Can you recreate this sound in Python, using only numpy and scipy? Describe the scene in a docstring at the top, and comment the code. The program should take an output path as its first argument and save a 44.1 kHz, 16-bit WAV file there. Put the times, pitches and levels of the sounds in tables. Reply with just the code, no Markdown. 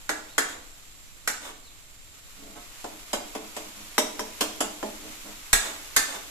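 """A metal ladle clanks on a steel wok over the soft sizzle of chopped tomatoes, in a bare room.
Each clank rings the wok's modes, then the ladle skids down the wall, sticking and slipping.
Chops through the tomatoes knock more dully; the last two clanks also jolt the stove.
Water bursts out of the hot oil in tiny pops, swelling once the food is stirred.
Behind it the gas burner rumbles and hisses, and a far bird chirps."""
import sys
import numpy as np
from scipy import signal
from scipy.fft import rfft, irfft, next_fast_len
from scipy.io import wavfile

SR = 44100
rng = np.random.default_rng(int(sys.argv[2]) if len(sys.argv) > 2 else 0)


def bounce(signal):
    """Save signal as a 16-bit WAV file at the path given by the first command-line argument."""
    frames = np.transpose(np.atleast_2d(signal))
    limited = np.clip(frames, -1, 1)
    pcm = np.round(limited * 32767).astype(np.int16)
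    wavfile.write(sys.argv[1], SR, pcm)


N = 277830

# ladle on bare steel:
# (time [s], level [dB], brightness [dB/oct], crack [dB], travel to the food [s], skid [dB])
CLANKS = [(0.092, -31, -1.47, -30, 0.1, -59), (0.380, -25.5, 0, -8, 0.17, -44),
          (1.275, -30, 1, -15, .23, -40.5), (5.5297, -21, 2.2, -14, .18, -37),
          (5.963, -22.5, 2, -13, .205, -37)]
# ladle through tomato: (time [s], level [dB], brightness [dB/oct], crack [dB])
CHOPS = [(2.842, -44.5, -1.5, -38), (3.131, -31.8, 0.64, -37), (3.350, -41.5, -1.1, -37),
         (3.565, -40.5, 0.5, -34), (3.980, -25, 1.3, -1), (4.193, -36.5, 0.5, -14.5), (4.408, -28, 2, -21),
         (4.605, -29.5, 1.35, -37), (4.828, -42.5, -3, -16.5)]
# gentle pushes through the food: (time [s], length [s], level [dB], brightness [dB/oct])
PUSHES = [(2.36, 0.19, -51.5, -7.5), (2.55, 0.041, -43.5, -0.5), (3.761, 0.067, -50.5, -5.5),
          (5.017, .063, -44, -6.5), (5.235, 0.069, -45, -3.5)]
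# four registers of a blow: (low [Hz], high [Hz])
ZONES_HZ = [(150, 1000), (1000, 2500), (2500, 8500), (8500, 14000)]
# level offset per register: (body [dB], clang [dB], ring [dB], edge [dB])
CLANK_ZONES_DB = [-3, 4.5, 2.5, -4]
CHOP_ZONES_DB = [6.5, -0.5, 2.34, -6.5]
# distinct wok modes: (frequency [Hz], relative level [dB], t60 [s])
WOK_MODES = [(207, 0, .4), (241, -3, .35), (281, -4, .3), (307, 0, .4), (438, 0, .35), (578, 0, .35),
             (660, -4, .3), (711, -2, .35), (853, -3, .35), (955, -2, .35), (1088, -3, .3), (1294, -2, .3),
             (1385, -3, .28), (1563, -1, .26), (1761, -2, .3), (2035, -1, .26), (3050, -6, .25),
             (3600, -1, .3), (5520, -4, .22), (6228, -1, .25), (6995, -3, .26), (7243, -3, .3),
             (7590, -4, .22), (8521, 0, .25), (9108, 0, .22), (9450, -2, .18), (10480, -2, .2),
             (11303, 0, .22), (12100, -2, .2)]
# stove jolts: (time [s], level [dB])
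THUMPS = [(5.532, -20), (5.964, -36)]
# spectral shapes: (frequency [Hz], relative level [dB])
CLANK_COLOUR = [(150, -24), (210, -12), (290, -5), (370, -9), (450, -5), (520, -9), (680, -3), (1100, -7),
                (1550, 2), (2000, 1), (2750, -12), (3650, -8), (4700, -12), (7400, -7), (9000, -14),
                (14000, -21)]
CHOP_COLOUR = [(150, -16), (205, -6), (295, -1), (370, -6), (440, 0), (520, -5), (600, 1), (780, -3),
               (1000, -2), (1600, -7), (2500, -11), (3500, -13), (4400, -19), (7400, -13), (9000, -20),
               (14000, -26)]
OIL_COLOUR = [(60, -54), (300, -2), (600, -2.5), (1000, 2), (1250, 4), (1700, 1.5), (2200, 5), (3600, 3),
              (5000, 1), (7400, 3.5), (8800, -2.5), (12000, 0), (14300, -4.5)]
FLAME_COLOUR = [(5, -2), (22, 1.5), (45, -13), (70, -13.5), (95, -14), (150, -20.5), (230, -25),
                (300, -22.5), (370, -29.5), (700, -28), (1000, -46.5), (2200, -35.5), (4500, -47),
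                (10000, -75)]
# gas jet resonances: (frequency [Hz], width [Hz], level [dB])
JET_BANDS = [(7550, 130, -62), (7280, 200, -60), (3840, 610, -65.5)]
# bird: (time [s], length [s], start [Hz], end [Hz], level [dB])
CHIRPS = [(0.275, .06, 3250, 4400, -53), (0.315, .06, 4400, 4150, -55), (0.53, .07, 3700, 4300, -57),
          (1.02, .09, 6300, 5650, -61), (1.625, .09, 4750, 3200, -54)]
# left-right likeness: (frequency [Hz], correlation [-1..1])
WOK_LIKENESS = [(100, 0.52), (300, 1), (600, 0.17), (1100, 0.42), (2200, -0.28), (4500, -0.2), (8000, 0.37),
                (14000, 0.26)]
AIR_LIKENESS = [(60, 0.36), (300, 0.54), (650, 0.46), (1300, 0.031), (14000, -0.1)]
# stereo balance: (frequency [Hz], left minus right [dB])
BALANCE = [(60, 1), (150, -0.5), (300, 0.5), (650, -0.5), (1200, -2), (2300, 0), (4300, -1), (8000, -2),
           (14000, -0.1)]
# decay of the wok's crowded modes and of the room: (frequency [Hz], t60 [s])
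PLATE_T60 = [(200, 0.16), (700, 0.086), (1700, 0.086), (4000, 0.096), (7500, 0.11), (14000, 0.076)]
ROOM_T60 = [(150, 0.53), (600, 0.75), (1800, 0.47), (4000, 0.5), (7500, 0.47), (14000, 0.21)]

RING_SAMPLES = 2 ** 15
RING_TIME_S, RING_BINS_HZ = np.arange(RING_SAMPLES) / SR, np.fft.rfftfreq(RING_SAMPLES, 1 / SR)
EDGES_HZ = 160 * 2 ** (np.arange(21) / 3)
CENTRES_HZ = np.sqrt(EDGES_HZ[1:] * EDGES_HZ[:-1])
BANK = [signal.butter(2, pair, "band", fs=SR, output="sos") for pair in zip(EDGES_HZ, EDGES_HZ[1:])]


def blows(table, colour, zones_db, room, modes, wet_db, chatter_s, chatter_db, t60_scale, patchy_db):
    """Ladle strikes wok: a crack, a short crash of crowded modes, clear modes ringing on."""
    out = np.zeros((2, N))
    plates = np.array([crowded_modes(np.array(PLATE_T60) * [1, t60_scale]) for _ in range(3)])
    octaves = np.log2(ZONES_HZ).mean(axis=1) - np.log2(ZONES_HZ).mean()
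    ring_db, spread_db, crack_lag_s = -14, -3, .001087
    for time_s, level_db, brightness_db_oct, crack_db, *_ in table:
        # each spot excites another blend of modes
        plate = np.tensordot(rng.standard_normal(len(plates)), plates, 1)
        mode_gains = from_db(spread_db * rng.standard_normal(len(modes)))
        ring = np.tensordot(mode_gains * rng.choice([-1, 1], len(modes)), modes, 1)
        crash = signal.fftconvolve(plate, contact(chatter_s, chatter_db), axes=-1)[:, :RING_SAMPLES]
        crash = evened(in_room(crash, room, wet_db))
        crash = irfft(rfft(crash) * contact_spot(patchy_db))
        blow = unit_energy(crash) + from_db(ring_db) * unit_energy(ring)
        # less pulp under the ladle, brighter blow
        levels_db = level_db + np.array(zones_db) + brightness_db_oct * octaves
        add(out, time_s, weighted(radiated(blow, colour), levels_db))
        add(out, time_s + crack_lag_s, from_db(crack_db) * crack())
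    return out


def contact(chatter_s, chatter_db, bounces=7):
    """Contact force: one touch, then the springy ladle chatters."""
    force = np.zeros(RING_SAMPLES // 16)
    jitter, strength = rng.random((bounces, 2)).T
    bounce_s = (np.arange(bounces) + 1 + jitter) / bounces * chatter_s
    at = np.minimum(bounce_s * SR, len(force) - 1).astype(int)
    force[0] = 1
    force[at] += from_db(chatter_db) * (2 * strength - 1)
    return force[None]


def contact_spot(patchy_db, width_hz=140, full_hz=4500):
    """Nodes and antinodes at the struck spot: spectral dips and humps, deeper in the treble."""
    humps = np.interp(RING_BINS_HZ / width_hz, np.arange(400), rng.standard_normal(400))
    return from_db(patchy_db * np.minimum(RING_BINS_HZ / full_hz, 1) ** .5 * humps)


def crack(hz=1400, decay_per_s=2200, overtone_gain=.092, left_lag_s=.00007):
    """First push of the steel: one sharp swing without bass."""
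    t = np.maximum(np.arange(RING_SAMPLES // 64) / SR - np.array([[left_lag_s], [0]]), 0)
    phase = 2 * np.pi * hz * t
    swing = (np.sin(phase) + overtone_gain * np.sin(5 * phase)) * np.exp(-decay_per_s * t)
    return signal.sosfilt(signal.butter(2, 350, "high", fs=SR, output="sos"), swing)


def clear_modes():
    """Distinct wok modes: one decaying stereo sine each."""
    modes = []
    for hz, level_db, t60_s in WOK_MODES:
        ring = np.exp((2j * np.pi * hz - np.log(1000) / t60_s) * RING_TIME_S)
        modes.append(stereo(ring.imag, ring.real, hz, WOK_LIKENESS) * hz ** .13 * from_db(level_db))
    return np.array(modes)


def crowded_modes(t60_table):
    """Modes too close to resolve: noise, flat in energy, each third-octave with its own decay."""
    white, out = rng.standard_normal((2, 2, RING_SAMPLES)), 0
    for k, (sos, hz) in enumerate(zip(BANK, CENTRES_HZ)):
        decay = np.exp(-np.log(1000) * RING_TIME_S / at_hz(t60_table, hz))
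        mid, side = signal.sosfilt(sos, white[k % 2] * decay)
        out = out + stereo(rms_one(mid), rms_one(side), hz, WOK_LIKENESS) * np.sqrt(hz)
    return unit_energy(out)


def radiated(sound, colour, cutoff_hz=180):
    """Coloured spectrum; the wok barely radiates below its lowest mode."""
    hz = RING_BINS_HZ + 1
    return rfft(sound, RING_SAMPLES) * from_db(at_hz(colour, hz)) / np.sqrt(1 + (cutoff_hz / hz) ** 20)


def weighted(spectrum, levels_db, span_s=.03):
    """Hardness and place of a blow set each register's energy, given as rms over span_s."""
    hz = RING_BINS_HZ + 1
    power = np.mean(np.abs(spectrum) ** 2, axis=0) * 2 / RING_SAMPLES / (span_s * SR)
    zone_power = [power[(hz > low) & (hz < high)].sum() for low, high in ZONES_HZ]
    gains_db = levels_db - 10 * np.log10(zone_power)
    corners_hz = np.array(ZONES_HZ) * [1.2, 1 / 1.2]
    curve_db = np.interp(np.log(hz), np.log(corners_hz.ravel()), np.repeat(gains_db, 2))
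    fade = np.clip(np.linspace(10, -2, RING_SAMPLES), 0, 1)
    return irfft(spectrum * from_db(curve_db)) * fade


def slides(strokes, room, modes, modes_db, rasp_db, slips_per_s=700, uneven_db=3.5):
    """The ladle's edge sticks and slips, rasping in one resonance; pulp dulls it. Rows as PUSHES."""
    out = np.zeros((2, N))
    rasp_hz, width_hz = 3650, 220
    wok = evened(in_room(crowded_modes(PLATE_T60), room, wet_db=-6))
    wok += from_db(modes_db) * unit_energy(modes.sum(0))
    resonance = from_db(rasp_db / (1 + ((RING_BINS_HZ - rasp_hz) / width_hz) ** 2))
    response = radiated(wok, CHOP_COLOUR) * resonance
    octaves = np.log2(np.maximum(RING_BINS_HZ, WOK_MODES[0][0]))
    for time_s, length_s, level_db, brightness_db_oct in strokes:
        envelope = np.sqrt(np.abs(np.sin(np.pi * np.minimum(RING_TIME_S / length_s, 1))))
        slipping = rng.random(RING_SAMPLES) < slips_per_s / SR
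        slips = slipping * from_db(uneven_db * rng.standard_normal(RING_SAMPLES)) * envelope
        spectrum = rfft(evened(slips[None])) * response * from_db(brightness_db_oct * octaves)
        rasp = irfft(spectrum)[:, :RING_SAMPLES * 3 // 4]
        add(out, time_s, unit_energy(rasp) * np.sqrt(length_s * SR) * from_db(level_db))
    return out


def skid_strokes(length_s=.1, brightness_db_oct=1.5):
    """After a clank the ladle skids the last stretch of bare wall."""
    return [(time_s + travel_s - length_s, length_s, skid_db, brightness_db_oct)
            for time_s, *_, travel_s, skid_db in CLANKS]


def landing_strokes(length_s=.033, offset_db=-5, brightness_db_oct=-.5):
    """Each skid ends in a dull rub against the food."""
    return [(time_s + travel_s - length_s, length_s, skid_db + offset_db, brightness_db_oct)
            for time_s, *_, travel_s, skid_db in CLANKS]


def drag_strokes(delay_s=.077, length_s=.03, level_db=-47.5, brightness_db_oct=-5.5):
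    """After a chop the edge drags through the pulp."""
    return [(time_s + delay_s, length_s, level_db, brightness_db_oct) for time_s, *_ in CHOPS]


def stove_thumps(right_db=-9):
    """The light stove rocks on its feet; its sheet-metal top booms."""
    out, t = np.zeros((2, N)), RING_TIME_S
    # (frequency [Hz], relative level [dB], t60 [s])
    frame, knock, panel = (30, 0, .24), (56, -3, .081), (118, -10, .048)
    boom = sum(np.sin(2 * np.pi * hz * t) * from_db(db - 60 * t / t60_s)
               for hz, db, t60_s in (frame, knock, panel))
    for time_s, level_db in THUMPS:
        add(out, time_s, boom * from_db(level_db + np.array([[0], [right_db]])))
    return out


def sizzle(peak_pops_per_s=5000, size_db=-3, pops_db=-3, flicker_db=.7):
    """Water bursts out of hot oil: tiny pops over a fine spray, denser when stirred."""
    level = from_db(frying_db())
    popping = rng.random((2, N)) < peak_pops_per_s * level / level.max() / SR
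    pops = popping * rng.standard_normal((2, N))
    pops *= from_db(size_db * np.minimum(rng.exponential(1, N), 5))
    spray = rng.standard_normal((2, N))
    frying = coloured(spray + from_db(pops_db) * rms_one(pops), OIL_COLOUR)
    return level * from_db(flicker_db * drift(rate_hz=22)) * frying


def frying_db(rest_db=-52, earlier_stir_db=4, settle_s=.98, stir_at_s=1.96, swell_db=9, swell_s=.85):
    """Frying settles at rest, then swells as stirring brings wet food onto hot steel."""
    t = np.arange(N) / SR
    stirred = 1 - np.exp(-np.maximum(t - stir_at_s, 0) / swell_s)
    return rest_db + earlier_stir_db * np.exp(-t / settle_s) + swell_db * stirred


def burner(flame_db=-51, jet_pan_db=3):
    """The flame rumbles; the gas jet hisses in narrow resonances, to the right."""
    out = from_db(flame_db) * coloured(rng.standard_normal((2, N)), FLAME_COLOUR)
    for hz, width_hz, level_db in JET_BANDS:
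        hiss = signal.lfilter(*signal.iirpeak(hz, hz / width_hz, fs=SR), rng.standard_normal((2, N)))
        out += rms_one(hiss) * from_db(level_db + jet_pan_db * np.array([[-1], [1]]))
    return out


def bird(room):
    """Thin gliding chirps from outside, blurred by the room."""
    out, waver = np.zeros((2, N)), 1 + .012 * drift(rate_hz=90)
    for time_s, length_s, start_hz, end_hz, level_db in CHIRPS:
        along = np.linspace(0, 1, int(length_s * SR))
        pitch_hz = (start_hz + (end_hz - start_hz) * along) * waver[int(time_s * SR):][:len(along)]
        tone = np.sin(2 * np.pi * np.cumsum(pitch_hz) / SR)
        add(out, time_s, from_db(level_db) * np.sin(np.pi * along) * tone)
    return in_room(out, room, wet_db=-2)


def bare_room(first_wall_s=.01):
    """Room response: wall reflections build up, then decay."""
    build_up = 1 - np.exp(-(RING_TIME_S / first_wall_s) ** 2)
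    return unit_energy(crowded_modes(ROOM_T60) * build_up)


def in_room(x, room, wet_db):
    """Direct sound plus reverberation."""
    return x + from_db(wet_db) * signal.fftconvolve(x, room, axes=-1)[:, :x.shape[-1]]


def evened(x):
    """Flatten broad spectral humps, keep fine peaks."""
    spectrum, k = rfft(x), np.arange(RING_SAMPLES // 2 + 1)
    total = np.cumsum(np.mean(np.abs(spectrum) ** 2, axis=0))
    reach = k // 12 + 20
    low, high = np.maximum(k - reach, 0), np.minimum(k + reach, k[-1])
    power = (total[high] - total[low]) / (high - low)
    return unit_energy(irfft(spectrum / np.sqrt(power + power.mean() / 20)))


def coloured(pair, colour):
    """Two unrelated noises to coloured stereo, rms 1."""
    size = next_fast_len(pair.shape[-1])
    hz = np.fft.rfftfreq(size, 1 / SR) + 1
    spectrum = stereo(*rfft(pair, size), hz, AIR_LIKENESS) * from_db(at_hz(colour, hz))
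    return rms_one(irfft(spectrum, size)[:, :pair.shape[-1]])


def stereo(mid, side, hz, likeness):
    """Two unrelated signals to left and right."""
    alike, sign = np.clip(at_hz(likeness, hz), -1, 1), np.array([[1], [-1]])
    pair = np.sqrt(1 + alike) * mid + np.sqrt(1 - alike) * side * sign
    return pair * from_db(sign * at_hz(BALANCE, hz) / 2)


def drift(rate_hz):
    """Slow random wander, rms 1."""
    hop, run_in = 40, 2000
    pole = np.exp(-2 * np.pi * rate_hz * hop / SR)
    white = rng.standard_normal(N // hop + run_in + 2)
    slow = signal.lfilter([1], [1, -2 * pole, pole * pole], white)[run_in:]
    return np.interp(np.arange(N) / hop, np.arange(len(slow)), rms_one(slow))


def from_db(db):
    """Decibels to gain."""
    return 10 ** (np.asarray(db) / 20)


def rms_one(x):
    """Scale to rms 1."""
    return x / np.sqrt(np.mean(x ** 2) + 1e-20)


def unit_energy(x):
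    """Scale to mean energy 1 per channel."""
    return rms_one(x) / np.sqrt(x.shape[-1])


def at_hz(table, hz):
    """Read a table on a log-frequency axis."""
    points_hz, values = np.array(table).T
    return np.interp(np.log(hz), np.log(points_hz), values)


def add(out, time_s, sound):
    """Mix a sound in at time_s."""
    start = max(round(time_s * SR), 0)
    out[:, start:start + sound.shape[-1]] += sound[..., :N - start]


def scene():
    """Ladle, stove, frying and bird in one room."""
    modes, room = clear_modes(), bare_room()
    clanks = blows(CLANKS, CLANK_COLOUR, CLANK_ZONES_DB, room, modes,
                   wet_db=-6, chatter_s=.006, chatter_db=-10, t60_scale=.86, patchy_db=3.5)
    chops = blows(CHOPS, CHOP_COLOUR, CHOP_ZONES_DB, room, modes,
                  wet_db=-8.5, chatter_s=.0051, chatter_db=-12, t60_scale=1.21, patchy_db=5.5)
    skids = slides(skid_strokes(), room, modes, modes_db=-24, rasp_db=8.5)
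    rubs = slides(landing_strokes() + drag_strokes(), room, modes, modes_db=-10.5, rasp_db=6)
    pushes = slides(PUSHES, room, modes, modes_db=-4, rasp_db=7)
    return clanks + chops + skids + rubs + pushes + stove_thumps() + sizzle() + burner() + bird(room)


def record(dry):
    """Soft clip, then a steep treble cut."""
    cutoff_hz = 14300
    return signal.sosfilt(signal.ellip(12, .2, 70, cutoff_hz, fs=SR, output="sos"), np.tanh(dry))


dry = scene()
out = record(dry)
bounce(out)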